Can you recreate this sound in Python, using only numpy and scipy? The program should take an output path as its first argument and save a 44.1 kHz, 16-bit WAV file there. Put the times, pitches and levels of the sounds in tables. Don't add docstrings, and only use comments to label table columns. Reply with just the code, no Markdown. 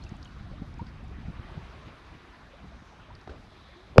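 import sys
import numpy as np
from scipy import signal
from scipy.io import wavfile

SR = 44100
rng = np.random.default_rng(int(sys.argv[2]) if len(sys.argv) > 2 else 0)


def dump(signal):
    limited = np.clip(np.atleast_2d(signal).T, -1, 1)
    pcm = np.round(limited * 32767).astype(np.int16)
    wavfile.write(sys.argv[1], SR, pcm)


N = 176400
T = np.arange(N) / SR


def from_db(db):
    return 10 ** (np.asarray(db) / 20)

def rms_one(x):
    return x / np.sqrt(np.mean(x ** 2) + 1e-20)

def in_time(rows):
    return np.interp(T, *np.transpose(rows))

def muffle(x, top_hz, order=4):
    return signal.sosfilt(signal.butter(order, top_hz, fs=SR, output="sos"), x)

def drift(rate):
    step, warm_up = 40, 2000
    pole = np.exp(-2 * np.pi * step * rate / SR)
    noise = rng.standard_normal(N // step + warm_up + 2)
    slow = signal.lfilter([1], [1, -2 * pole, pole * pole], noise)[warm_up:]
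    return np.interp(np.arange(N) / step, np.arange(len(slow)), rms_one(slow))

def band_noise(low_hz, high_hz):
    sos = signal.butter(2, [low_hz, min(high_hz, SR / 2 - 1)], "band", fs=SR, output="sos")
    return rms_one(signal.sosfilt(sos, rng.standard_normal(N + SR // 10))[SR // 10:])

def coloured(colour, flicker_db):
    hz, db = np.transpose(colour)
    edges = 20 * 2 ** np.arange(0, 9.4, 1 / 3)
    out = np.zeros(N)
    for low, high in zip(edges, edges[1:]):
        if high > hz[0] and low < hz[-1]:
            level = np.interp(np.log(low * high) / 2, np.log(hz), db)
            out += from_db(level + flicker_db * drift(13.3)) * np.sqrt(high - low) * band_noise(low, high)
    return rms_one(out)

def dying(s, t60):
    t, attack_s = np.clip(T - s, 0, 2 * t60), .0006
    return (1 - np.exp(-t / attack_s)) * np.exp(-np.log(1000) * t / t60)

def add_ring(out, s, hz, db, t60, glide, attack_s):
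    start = int(np.clip(s * SR, 0, N - 1))
    t = T[:min(int(t60 * SR) + 1, N - start)]
    phase = 2 * np.pi * np.cumsum(hz * 2 ** (glide * t)) / SR
    fade = (1 - np.exp(-t / attack_s)) * np.exp(-np.log(1000) * t / t60)
    out[start:start + len(t)] += from_db(db) * np.sin(phase) * fade


# time in seconds, relative level in dB.
WIND_LEVELS = [(0.0, -41), (0.04, -43), (0.36, -44.5), (0.4, -40.5), (1.01, -40.5), (1.42, -42),
               (1.84, -47.5), (1.87, -42.5), (1.99, -57), (2.16, -46.5), (2.19, -54), (2.58, -53.5),
               (2.64, -41.5), (2.91, -56), (3.17, -44.5), (3.25, -53), (3.31, -42), (3.38, -50),
               (3.85, -54.5), (3.92, -49)]
# frequency in Hz, relative level in dB.
WIND_COLOUR = [(20, -13), (32, -1.5), (52, 3), (80, 0), (130, -4.5), (190, -8), (270, -14), (400, -27.5)]

def wind():
    trim_db, flutter_db = -2, 1
    rumble = muffle(coloured(WIND_COLOUR, flicker_db=0.5), top_hz=360)
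    return rumble * from_db(in_time(WIND_LEVELS) + trim_db + flutter_db * drift(22))


# time in seconds, relative level in dB.
WASH_LEVELS = [ [(0.0, -56.5), (0.59, -58), (1.24, -56.5), (1.51, -53), (1.65, -53.5), (2.43, -57.5),
               (3.02, -57.5), (3.92, -59.5)], ][0]
# frequency in Hz, relative level in dB.
WASH_COLOUR = [(150, -25.5), (250, 4.5), (303, -2), (434, 1), (491, -13.5), (612, -2.5), (913, -4),
               (992, -4), (1140, -2.5), (1920, -8), (2460, -10), (3620, -18.5), (6730, -40.5), (8750, -56),
               (14800, -120)]

def wash():
    boost_db = 2
    return from_db(in_time(WASH_LEVELS) + boost_db) * coloured(WASH_COLOUR, flicker_db=2)


# time in seconds, level in dB.
FIZZ_LEVELS = [(0, -66), (1.0, -69.5), (1.6, -66), (2.3, -68), (2.85, -69), (3.1, -70), (3.45, -67),
               (3.68, -68), (3.92, -68)]
# frequency in Hz, relative level in dB.
FIZZ_COLOUR = [(1500, -31), (2800, -16), (3900, 3), (5000, -9.5), (6200, -12.5), (7500, -22),
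               (11500, -23.5)]

def fizz():
    return from_db(in_time(FIZZ_LEVELS)) * coloured(FIZZ_COLOUR, flicker_db=1.5)


def ripples():
    out = np.zeros(N)
    per_second, low_hz, high_hz, fade_cycles = 120, 497.5, 5498, 56
    base_db, tilt_db, spread_db = -57.5, -9.5, 3
    for when, height, luck in rng.random((int(per_second * N / SR), 3)):
        hz = low_hz * (high_hz / low_hz) ** height
        db = base_db + tilt_db * height + spread_db * min(-np.log(1 - luck), 4)
        add_ring(out, when * N / SR, hz, db, fade_cycles / hz, glide=8.5, attack_s=0.0011)
    return out


# start in seconds, starting pitch in Hz, level in dB,
# fade time in seconds, rise in octaves per second.
BUBBLES = [(0.022, 4200, -49.5, 0.054, 3), (0.065, 2610, -43, 0.031, 5.8), (0.135, 754, -46, .08, 14.3),
           (0.228, 4200, -42, .012, 38), (0.255, 3130, -41.5, 0.02, 9), (0.276, 2880, -45, .02, 5),
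           (0.794, 908, -34, 0.094, 4.5), (0.816, 1040, -38, 0.028, 2), (2.331, 980, -51, 0.17, 1.9),
           (2.425, 1160, -49, 0.054, 2), (2.999, 1410, -43.5, 0.035, 5), (3.104, 930, -41, 0.065, 5.8),
           (3.151, 4560, -47, .02, 16), (3.76, 346, -48.5, 0.37, 2)]

def bubbles():
    out = np.zeros(N)
    for row in BUBBLES:
        add_ring(out, *row, attack_s=0.0011)
    return out


# start in seconds, middle frequency in Hz, level in dB.
DROPS = [(0.038, 5200, -46), (0.047, 5970, -60), (0.092, 5930, -53.5), (0.166, 6600, -60),
         (0.228, 4500, -45), (0.247, 6060, -55), (0.255, 3200, -48), (0.74, 5160, -56.5),
         (0.787, 6130, -62), (0.867, 4200, -49), (0.877, 4800, -64), (0.888, 5170, -60), (1.04, 7700, -66),
         (1.08, 6000, -63.5), (3.151, 4700, -51), (3.212, 5030, -56)]

def drops():
    width = 1.17
    return sum(from_db(db) * dying(s, t60=0.019) * band_noise(hz / width, hz * width)
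               for s, hz, db in DROPS)


# middle time in seconds, peak level in dB, half length in seconds.
SWIRLS = [(0.05, -33, 0.0032), (0.122, -30, 0.0022), (0.211, -37, 0.0043), (0.409, -37, 0.0054),
          (0.515, -33, 0.0043), (0.621, -28, 0.0014), (0.818, -28, 0.0015), (0.829, -35, 0.0036),
          (1.095, -37.5, 0.0012), (1.116, -31.5, 0.0036), (1.16, -38, 0.0021), (1.187, -36, 0.0017),
          (1.285, -28, .0016), (1.303, -33, 0.0018), (1.399, -31.5, 0.0033), (1.579, -29.5, 0.002),
          (2.645, -39.5, 0.00097), (2.824, -40, .0012), (3.313, -35, 0.0034), (3.931, -40, 0.0022)]

def wind_thumps():
    out = np.zeros(N)
    rush_db, rush_s = -13, 0.011
    rush = muffle(band_noise(99, 289), top_hz=578, order=2)
    for s, db, half_s in SWIRLS:
        gap_squared = ((T - s) / half_s) ** 2
        out += from_db(db) * (gap_squared - 1) * np.exp(-.5 * np.minimum(gap_squared, 200))
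        out += from_db(db + rush_db) * rush / (1 + ((T - s) / rush_s) ** 2) ** 2
    return out


# middle time in seconds, middle frequency in Hz, level in dB,
# half length in seconds.
FOAM_PATCHES = [(0.879, 4670, -65.5, 0.014), (2.87, 5850, -73.5, 0.096), (3.036, 2830, -63, 0.023),
                (3.695, 3670, -64, 0.13)]

def foam():
    out, width = np.zeros(N), 1.12
    for s, hz, db, half_s in FOAM_PATCHES:
        swell = np.exp(-.5 * np.minimum(((T - s) / half_s) ** 2, 200))
        out += from_db(db) * swell * band_noise(hz / width, hz * width)
    return out


# start in seconds, level in dB, fade time in seconds.
SLAPS = [(3.275, -34, 0.027), (3.292, -40, 0.23)]
# frequency in Hz, relative level in dB.
SLAP_COLOUR = [(60, -9), (300, 2), (520, 3.5), (850, -10), (1700, -10), (2400, -22), (4500, -23),
               (7000, -41)]

def slaps():
    bursts = sum(from_db(db) * dying(s, t60) for s, db, t60 in SLAPS)
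    return bursts * coloured(SLAP_COLOUR, flicker_db=2.5)


# start in seconds, starting pitch in Hz, level in dB before overload,
# fade time in seconds, slide in octaves per second.
GULPS = [(3.9603, 520, -21, .014, -38), (3.968, 382, -25.5, 0.049, 20), (3.973, 440, -18, 0.046, 22),
         (3.9808, 530, -0.5, 0.013, 8), (3.9829, 557, 6, 0.014, -24)]
# start in seconds, level in dB before overload.
CRACKS = [(3.9810, 1.5), (3.9818, -0.5)]
# pitch in Hz, relative level in dB, fade time in seconds.
CRACK_TONES = [(1170, 4, 0.0028), (2580, -1, 0.0021), (4350, -10, 0.0037)]

def plunge():
    out = np.zeros(N)
    under_s, attack_s, overload = 3.984, 0.00023, 1.15
    for row in GULPS:
        add_ring(out, *row, attack_s)
    for s, db in CRACKS:
        for hz, tone_db, t60 in CRACK_TONES:
            add_ring(out, s, hz, db + tone_db, t60, glide=0, attack_s=2 / SR)
    add_ring(out, under_s, hz=221, db=0, t60=0.11, glide=-137, attack_s=attack_s)
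    froth = from_db(-36) * dying(under_s, t60=0.12) * band_noise(2180, 3870)
    squashed = overload * np.tanh((out + froth) / overload)
    return muffle(squashed, top_hz=5600)


def scene():
    background = wind() + wash() + fizz() + ripples()
    return (background + bubbles() + drops() + wind_thumps() + foam() + slaps() + plunge())[None]

def record(dry):
    treble_cut = signal.cheby2(16, 60, 12600, fs=SR, output="sos")
    return signal.sosfilt(treble_cut, np.clip(dry, -1, 1))


dry = scene()
out = record(dry)
dump(out)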